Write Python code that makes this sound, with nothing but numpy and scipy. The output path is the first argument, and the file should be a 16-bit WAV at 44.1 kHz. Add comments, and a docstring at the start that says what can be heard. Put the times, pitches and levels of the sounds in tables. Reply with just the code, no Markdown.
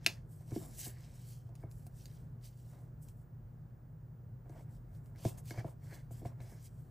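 """A sharp glue snap comes first, amid skin hissing over paper: fingers peel, slide and press stickers on pages.
The pages lie on a wooden table. Snaps are short spikes with fizz, repeated by near surfaces; knocks are decaying
table modes; slides and drags are shaped noise that swells and fades. Below them sit a low ventilation rumble,
a mains hum and a faint high whine. A two-port microphone hears it all."""
import sys
import numpy as np
from scipy import signal
from scipy.fft import rfft, irfft, next_fast_len
from scipy.io import wavfile
from scipy.ndimage import uniform_filter1d, map_coordinates

SR = 44100
rng = np.random.default_rng(int(sys.argv[2]) if len(sys.argv) > 2 else 0)


def pcm_store(signal):
    """Save signal as 16-bit PCM."""
    levels = np.round(np.clip(np.atleast_2d(signal), -1, 1) * 32767)
    wavfile.write(sys.argv[1], SR, levels.astype(np.int16).T)


def gain_from_decibels(decibels):
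    """Convert decibel values to linear amplitude factors."""
    exponent = np.asarray(decibels, float) / 20
    return 10 ** exponent


N = 304290  # samples, 6.9 s


def unit(x):
    """Scales a signal to rms 1."""
    return x / np.sqrt(np.mean(x ** 2) + 1e-20)


def along(points, hz):
    """Reads a curve of (frequency, value) points on a log frequency axis."""
    f, v = np.transpose(points)
    return np.interp(np.log(hz + 1), np.log(f + 1), v)


def wobble(rate):
    """Draws a smooth random curve with rate knots a second."""
    knots = rng.standard_normal(int(N * rate / SR) + 4)
    return map_coordinates(knots, [np.arange(N) * rate / SR])


def filtered(x, response):
    """Filters x by a (possibly complex) response of frequency."""
    m = next_fast_len(x.shape[-1] + 8192)
    spectrum = rfft(x, m) * response(np.fft.rfftfreq(m, 1 / SR))
    return irfft(spectrum, m)[..., :x.shape[-1]]


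def level(x, low_hz, high_hz):
    """Scales x so that its band from low_hz to high_hz has rms 1."""
    return x / np.std(filtered(x, lambda hz: (hz > low_hz) & (hz < high_hz)))


def resonance(f, hz, width_hz):
    """One causal resonance, gain 1 at its top."""
    return 1j * f * width_hz / (hz * hz - f * f + 1j * f * width_hz)


def lead(turns):
    """Phase offset between ports: left earlier, right later, by half the turns each."""
    return np.exp(1j * np.pi * turns * [[1], [-1]])


# tone colour of the ventilation: frequency_hz, level_db (relative)
RUMBLE_COLOUR = [(20, -31), (43, -2), (68, -11), (105, -0.5), (132, -4.5), (153, 2), (185, -18.5),
                 (220, -14.5), (270, -22.5), (700, -29.5), (1150, -36.5), (1600, -38.5), (2300, -50.5),
                 (3500, -58), (15200, -58), (15500, -85.5)]
# left-right likeness of the rumble: frequency_hz, likeness (0 unrelated, 1 identical)
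RUMBLE_LIKENESS = [(20, 1), (45, 0.97), (100, 0.99), (200, 0.91), (400, 0.9), (700, 0.1), (1300, 0.03),
                   (2400, 0.41), (4000, 0.95), (5000, 0.97)]


def rumble():
    """Ventilation from all around: coloured noise, its mid and side shares set by the left-right likeness."""
    def spread(hz):
        return np.arccos(np.clip(along(RUMBLE_LIKENESS, hz), -1, 1)) / 2

    def mid_side(hz):
        return gain_from_decibels(along(RUMBLE_COLOUR, hz)) * [np.cos(spread(hz)), np.sin(spread(hz))]

    mid, side = filtered(rng.standard_normal((2, N)), mid_side)
    gain = gain_from_decibels(-52 + 0.68 * wobble(4.8))  # dB rms, gently wavering
    return gain * unit(np.array([mid + side, mid - side]))


# mains hum: pitch_hz, level_db (rms, before a slow waver)
MAINS_HUM = (120, -54)


def hum():
    """The mains hum: one sine whose level and phase waver slowly."""
    pitch_hz, level_db = MAINS_HUM
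    gain = gain_from_decibels(level_db + 1.5 * wobble(2.2)) * np.sqrt(2)
    phase = 2 * np.pi * pitch_hz * np.arange(N) / SR
    return gain * np.sin(phase + .3 * wobble(3.3))


# the whine steps up a little in pitch and level: time_s, pitch_hz, level_db (rms, before a waver)
WHINE_STEP = [(1.15, 14718, -88), (1.4, 14728, -84)]


def whine():
    """A thin high sine that glides between two pitches, wavering in level and phase."""
    t = np.arange(N) / SR
    time_s, pitch_hz, level_db = np.transpose(WHINE_STEP)
    gain = gain_from_decibels(np.interp(t, time_s, level_db) + 0.57 * wobble(6.7)) * np.sqrt(2)
    phase = 2 * np.pi * np.cumsum(np.interp(t, time_s, pitch_hz)) / SR
    return gain * np.sin(phase + .5 * wobble(8.3))


# decay of the room: frequency_hz, t60_s
ROOM_DECAY = [(300, 0.52), (2000, .16), (8000, 0.18), (16000, 0.033)]


def room(x):
    """Noise tails in which each frequency dies at its own speed; a new tail for every quarter second of sound."""
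    out, step = np.zeros(N + SR), SR // 4
    for start in range(0, N, step):
        hz, t, z = signal.stft(rng.standard_normal(SR // 3), SR, nperseg=256)
        fade = gain_from_decibels(-60 * t / along(ROOM_DECAY, hz)[:, None])
        tail = signal.istft(z * fade, SR, nperseg=256)[1]
        wet = signal.fftconvolve(x[start:start + step], tail / np.linalg.norm(tail))
        out[start + 130:][:len(wet)] += wet  # 130 samples, about 3 ms of pre-delay
    return out[:N]


def grit(depth_db, rate):
    """Friction noise: white noise in uneven bursts, plus a slower level flicker."""
    return rng.standard_normal(N) * gain_from_decibels(depth_db * wobble(rate) + 1.6 * wobble(40))


def strokes(rows):
    """Gain curves of a stroke's two layers: swell to the peak, then fade; overlapping strokes add in power."""
    edge_db = 20    # drop one rise before and one fall after the peak
    roundness = 1.355  # shape of the top: 1 pointed, 2 bell
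    t, power = np.arange(N) / SR, np.zeros((2, N))
    for peak_s, rise_s, fall_s, level_db, second_db in rows:
        first = max(round((peak_s - 2 * rise_s) * SR), 0)
        near = slice(first, round((peak_s + 2 * fall_s) * SR))
        before, after = (peak_s - t[near]) / rise_s, (t[near] - peak_s) / fall_s
        away = np.where(t[near] < peak_s, before, after)
        power[:, near] += gain_from_decibels(level_db - edge_db * away ** roundness + [[0], [second_db]]) ** 2
    return np.sqrt(power)


# modes of the table top: pitch_hz, level_db (relative), t60_s (when knocked)
TABLE_MODES = [(116.8, 9, 0.063), (168.4, -7.5, 0.11), (204, -6, 0.081), (325, 0.5, 0.067), (386, -6, 0.12),
               (552.2, -1.5, 0.028), (680, 0, 0.053), (986, -10, 0.013), (1654, -4, 0.024),
               (2216, -7, 0.061)]
# a fingertip presses and drags on the table top:
# peak_s, rise_s, fall_s, drag_level_db, scrape_level_db (against the drag)
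TABLE_PRESSES = [(.045, 0.085, 0.051, -73, -1), (.1, 0.059, 0.031, -60.5, -21),
                 (.16, 0.13, 0.086, -85.5, 11.5), (.42, 0.089, 0.045, -74, -9.5),
                 (.52, 0.028, 0.2, -62, -14), (.63, 0.18, .15, -61, -17), (.86, 0.15, 0.11, -67.5, 2.5),
                 (1.03, .25, 0.25, -72, -2.5), (1.52, .07, .1, -71, -15), (1.656, .1, .08, -66, -14),
                 (1.868, 0.022, .05, -76.5, -3), (2.1, 0.14, 0.2, -79, -1.5), (2.43, 0.058, .15, -79, -5),
                 (2.74, 0.11, 0.18, -66.5, -14), (4.47, 0.027, 0.081, -70.5, -18),
                 (4.53, 0.079, 0.11, -66.5, -19), (4.595, 0.095, 0.04, -59.5, -11),
                 (4.69, 0.054, 0.082, -72.5, -10), (4.933, .07, .1, -76, -6.5),
                 (5.068, .06, 0.082, -75.5, -10.5), (5.16, 0.015, 0.048, -78, 9),
                 (5.26, 0.094, 0.12, -55, -22), (5.384, 0.043, 0.041, -62.5, -13),
                 (5.52, .07, .1, -61, -11), (5.595, 0.072, 0.033, -52, -5.5),
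                 (5.67, 0.07, 0.092, -59.5, -18.5), (5.83, 0.027, .12, -72, -7),
                 (5.94, 0.09, 0.085, -61, -1), (6.17, 0.13, .1, -72.5, -9),
                 (6.266, 0.034, 0.086, -57, -11.5), (6.41, .03, 0.14, -67, -4.5),
                 (6.537, 0.18, 0.14, -69.5, -3)]


def drags():
    """Stick-slip on wood: coarse noise excites the table's modes, the low ones as drag, the top two as scrape."""
    def wood(modes):
        def response(f):
            total = 0
            for k, (hz, level_db, t60) in enumerate(modes):
                gain = (-1) ** k * gain_from_decibels(level_db) * (hz / 690) ** .35
                total = total + gain * resonance(f, hz, 2.5 / t60 + .09 * hz)  # broader than when knocked
            return total
        return response

    drag = level(filtered(grit(2, 120), wood(TABLE_MODES[:-2])), 300, 1100)
    scrape = level(filtered(grit(2, 120), wood(TABLE_MODES[-2:])), 1400, 2600)
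    return np.sum(strokes(TABLE_PRESSES) * [drag, scrape], axis=0)


def patchy(x, depth_db):
    """The page bends under the finger, so its resonances drift: random gain patches, narrow and slow."""
    z = signal.stft(x, nperseg=512)[2]
    field = uniform_filter1d(rng.standard_normal(z.shape), size=4, axis=0)  # across frequency
    field = uniform_filter1d(field, size=24, axis=1)  # across time
    return signal.istft(z * gain_from_decibels(depth_db * unit(field)), nperseg=512)[1][:N]


# tone colour of the paper rustle: frequency_hz, level_db (relative)
PAPER_COLOUR = [(1000, -30), (2000, -11.5), (3100, -6), (3800, -9), (4600, -4.5), (5500, -4), (6500, -7.5),
                (9000, -27.5), (15400, -41)]
# tone colour of the skin hiss: frequency_hz, level_db (relative)
SKIN_COLOUR = [(3500, -30), (6000, -14.5), (7800, -4.5), (9500, -3.5), (12000, -9.5), (14500, -4),
               (15200, -14.5), (15500, -60.5)]
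# skin slides over the page: peak_s, rise_s, fall_s, rustle_level_db, hiss_level_db (against the rustle)
PAGE_SLIDES = [(.048, 0.052, 0.059, -67.5, -14), (.1, 0.027, .1, -61, -7.5),
               (.327, 0.053, 0.094, -83.5, 12.5), (.419, 0.049, 0.047, -78.5, 4), (.5, 0.062, .1, -75, 1),
               (.563, 0.092, 0.26, -67.5, 2), (.651, 0.19, 0.042, -75, 10.5), (.8, 0.033, 0.09, -58.5, 3.5),
               (.855, 0.14, 0.07, -54.5, 2.5), (1.03, 0.34, 0.31, -72.5, -5), (1.169, .06, 0.035, -71.5, 2),
               (1.3, 0.18, 0.14, -68.5, 1.5), (1.46, 0.046, 0.07, -89, 0.5),
               (1.556, 0.022, 0.072, -83.5, -8), (1.62, 0.07, 0.046, -85.5, 5),
               (1.72, 0.023, 0.044, -83.5, 12.5), (1.8, 0.12, 0.13, -83.5, 7),
               (1.868, .04, 0.024, -87.5, 13), (1.995, 0.075, 0.23, -72, 0.5),
               (2.165, 0.094, 0.11, -76.5, -1.5), (2.454, 0.041, 0.086, -66, -3),
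               (2.6, 0.12, 0.18, -80, -0.5), (2.734, 0.14, 0.19, -80, 2), (3.032, 0.028, 0.055, -90, 20),
               (3.081, 0.058, 0.067, -81, 7), (3.197, .07, 0.072, -92.5, 10), (4.5, 0.028, 0.092, -94, 15),
               (4.59, .1, 0.085, -78, -1), (4.725, 0.051, 0.11, -88, 7.5), (4.769, .08, 0.037, -83.5, -1.5),
               (4.961, .08, .06, -85, 6.5), (5.068, 0.11, 0.09, -96.5, 12), (5.19, 0.031, 0.12, -69, -7),
               (5.27, 0.08, 0.086, -60, 2), (5.38, 0.011, 0.037, -69, 8), (5.49, 0.052, 0.081, -62, 0.5),
               (5.595, 0.071, 0.037, -62.5, -6), (5.7, 0.14, .045, -77.5, 4.5),
               (5.84, 0.029, .12, -78.5, 2.5), (5.94, 0.13, 0.11, -69, -1.5), (6.116, .012, 0.18, -76, 6),
               (6.19, 0.11, 0.056, -74, -2.5), (6.266, .04, 0.06, -70.5, -1),
               (6.412, .012, 0.14, -73.5, -1), (6.5, 0.13, 0.35, -74.5, -0.5),
               (6.661, 0.059, 0.033, -68, 2), (6.8, 0.22, 0.19, -93, 11.5)]


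def slides():
    """Dry friction on the page: fine gritty noise, coloured as a paper rustle and a brighter skin hiss."""
    def colour(points):
        return lambda hz: gain_from_decibels(along(points, hz))

    paper = level(filtered(patchy(grit(1.5, 400), 2.4), colour(PAPER_COLOUR)), 3000, 6500)
    skin = level(filtered(patchy(grit(2, 400), 1.8), colour(SKIN_COLOUR)), 6500, 9000)
    return np.sum(strokes(PAGE_SLIDES) * [paper, skin], axis=0)


# above the boom, the mode families body, ring and edge start at: frequency_hz
FAMILY_START = [190, 480, 1300]
# finger knocks: start_s, level_db, then boom_db, ring_db, edge_db (against that level)
FINGER_KNOCKS = [(0.063, -38.5, -19, 0.5, 4), (0.507, -62, -12, -3.5, -9), (0.517, -38.5, 5.5, -22, -20),
                 (0.56, -27.5, -25, -13.5, -26), (0.602, -51, -11.5, -13, -18), (0.865, -45, -7, -5.5, -8),
                 (1.49, -66, 5.5, 10, -23), (1.628, -62.5, -7, -8, 5), (1.635, -48.5, 10.5, 4, -13),
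                 (1.863, -62, 15, 9, -12), (4.456, -57, -1, -3, -15), (4.495, -48.5, -7.5, -5, -16),
                 (5.25, -29, 0.5, -0.5, -18), (5.507, -43.5, -13.5, -5, 2.5), (5.576, -48.5, 12.5, 8, 2),
                 (5.607, -52, -31, -6, 2.5), (5.644, -39.5, -0.5, 2.5, -21), (5.923, -50.5, -15, 0.5, -7),
                 (6.107, -54.5, 13, 7, -10), (6.215, -46, -11, -8, -20), (6.227, -46.5, -5, -7, -33),
                 (6.251, -45, 7, 9, -10), (6.401, -58, 14.5, 6.5, -1), (6.519, -53.5, -8, -6, -10)]


def knocks():
    """A fingertip lands; bending waves disperse, so high modes arrive first and low ones about a cycle later."""
    out, t = np.zeros(N + SR), np.arange(SR // 3) / SR
    for start_s, knock_db, boom_db, ring_db, edge_db in FINGER_KNOCKS:
        family_db = [boom_db, 0, ring_db, edge_db]  # the body is the reference
        start = round(start_s * SR)
        for hz, mode_db, t60 in TABLE_MODES:
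            scatter_db, detune = rng.normal(0, 1.5), rng.normal(1, .02)
            since = np.maximum(t - .9 / hz, 0)  # seconds since this mode arrived
            fade = gain_from_decibels(-60 * since / t60) * (1 - np.exp(-since * hz / 0.34))
            balance_db = family_db[np.searchsorted(FAMILY_START, hz)] + mode_db
            strength = gain_from_decibels(knock_db + balance_db + scatter_db)
            out[start:][:len(t)] += strength * fade * np.sin(2 * np.pi * hz * detune * since)
    return out[:N]


# tone colour of a crack: frequency_hz, level_db (relative)
CRACK_COLOUR = [(400, -28), (1000, -14.5), (1700, -10), (2700, -5.5), (5500, -6), (8000, -3.5),
                (10000, 8.5), (13000, 12.5), (16000, 16)]
# early reflections of a snap off page, table and hands: delay_s, level_db (both scattered a little)
SNAP_BOUNCES = [(.0008, -2.5), (.0015, -4.5), (.0037, -6.5), (.0054, -12), (.0087, -8.5), (0.0117, -19.5)]
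# glue and paper snaps: start_s, level_db (peak of the crack, before scatter and bounces),
# pitch_hz, treble_db (shelf around 9 kHz and up)
GLUE_SNAPS = [(0.0442, -40, 2990, -16), (0.0619, -7, 2728, -26), (0.3174, -68.5, 8900, -6),
              (0.3252, -61.5, 8140, -6), (0.5071, -44.5, 7100, -16), (1.1544, -55, 7480, -20),
              (1.49, -61, 6540, -27), (1.5524, -44, 8450, -22), (1.7119, -46, 7980, -19.5),
              (1.8657, -39.5, 8230, -10), (2.055, -36.5, 4900, -17.5), (2.1132, -56, 3810, -21),
              (2.4114, -59.5, 4410, -13), (2.436, -53, 4320, -13), (2.5726, -58, 7750, -21),
              (3.0224, -56.5, 8320, -7.5), (3.032, -66, 7300, -18), (3.0464, -61, 8220, -10),
              (3.0848, -43, 7200, -11.5), (3.698, -72, 2500, -24.5), (4.4937, -53.5, 6300, -20),
              (4.7243, -60, 4490, -13.5), (4.948, -56.5, 4820, -18), (5.0579, -51.5, 7300, -14.5),
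              (5.1587, -52.5, 3170, -10), (5.1826, -54, 3860, -11), (5.251, -36.5, 6760, -30),
              (5.3731, -54.5, 7250, -8.5), (5.4554, -46.5, 5070, -8), (5.506, -36.5, 5500, -20),
              (6.11, -55.5, 8400, -8.5), (6.2557, -48.5, 3130, -21), (6.403, -51, 2770, -25)]


def snaps():
    """Each release is a sharp crack that favours its own pitch, wrapped in fizz and repeated by near surfaces."""
    out, t = np.zeros(N + SR), np.arange(SR // 8) / SR
    arrivals = [(0.00034, 0.00086)] + list(SNAP_BOUNCES)  # the direct crack, then its bounces
    for start_s, level_db, pitch_hz, treble_db in GLUE_SNAPS:
        def tone(f):
            treble = gain_from_decibels(treble_db / (1 + (9000 / (f + 1)) ** 6))
            pitch = .5 + resonance(f, pitch_hz, .5 * pitch_hz)
            return treble * gain_from_decibels(along(CRACK_COLOUR, f)) * pitch

        spike = np.exp(-((t - .0014) / .00002) ** 2)
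        fizz_fade = .07 * gain_from_decibels(-60 * t / .015) + .015 * gain_from_decibels(-60 * t / .12)  # a quick and a slow decay
        fizz = rng.standard_normal(len(t)) * fizz_fade * (t > .0006)  # opens just before the spike
        crack = filtered(spike + fizz, tone)
        crack = crack / np.abs(crack).max()
        for (delay_s, bounce_db), scatter in zip(arrivals, rng.normal(0, 1, (7, 2))):
            start = round((start_s + delay_s * (1 + 0.039 * scatter[0])) * SR)
            out[start:][:len(t)] += gain_from_decibels(level_db + bounce_db + scatter[1]) * crack
    return out[:N]


# phase between the two microphone ports below 8 kHz, applied to the snaps: frequency_hz, left_lead_turns
SNAP_PORT_LEAD = [(1700, -0.038), (3400, -0.16), (5900, 0), (7000, 0.051), (8100, 0.064)]


def scene():
    """Hands near the microphone, a little room, the steady background."""
    cracks, blows, friction = snaps(), knocks(), slides() + drags()
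    cracks = cracks + gain_from_decibels(-16) * room(cracks)
    cracks = filtered(cracks, lambda hz: lead(along(SNAP_PORT_LEAD, hz)))

    def midrange(hz):
        return 1 / (1 + (hz / 2200) ** 6) / (1 + (350 / (hz + 1)) ** 2)

    walls = filtered(room(blows + friction), midrange)
    walls = gain_from_decibels(-14) * walls * [[1], [-1]]  # opposite sign left and right
    return cracks + blows + friction + walls + rumble() + hum() + whine()


def band_limit(x):
    """A steep low-pass at the top of the band."""
    return signal.sosfilt(signal.butter(12, 16150, fs=SR, output="sos"), x)


# how far the left port leads the right: frequency_hz, left_lead_turns
PORT_LEAD = [(8050, 0), (9550, .5), (11100, 1), (12570, 1.5), (14100, 2), (15600, 2.5)]


def record(dry):
    """Above 8 kHz the two ports swing in and out of phase along frequency, lingering at each extreme."""
    def linger(hz):
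        turns = np.interp(hz, *np.transpose(PORT_LEAD))
        return turns - .25 * np.sin(4 * np.pi * turns) / (4 * np.pi)

    mix = filtered(dry, lambda hz: lead(linger(hz)))
    return band_limit(mix)


dry = scene()
out = record(dry)
pcm_store(out)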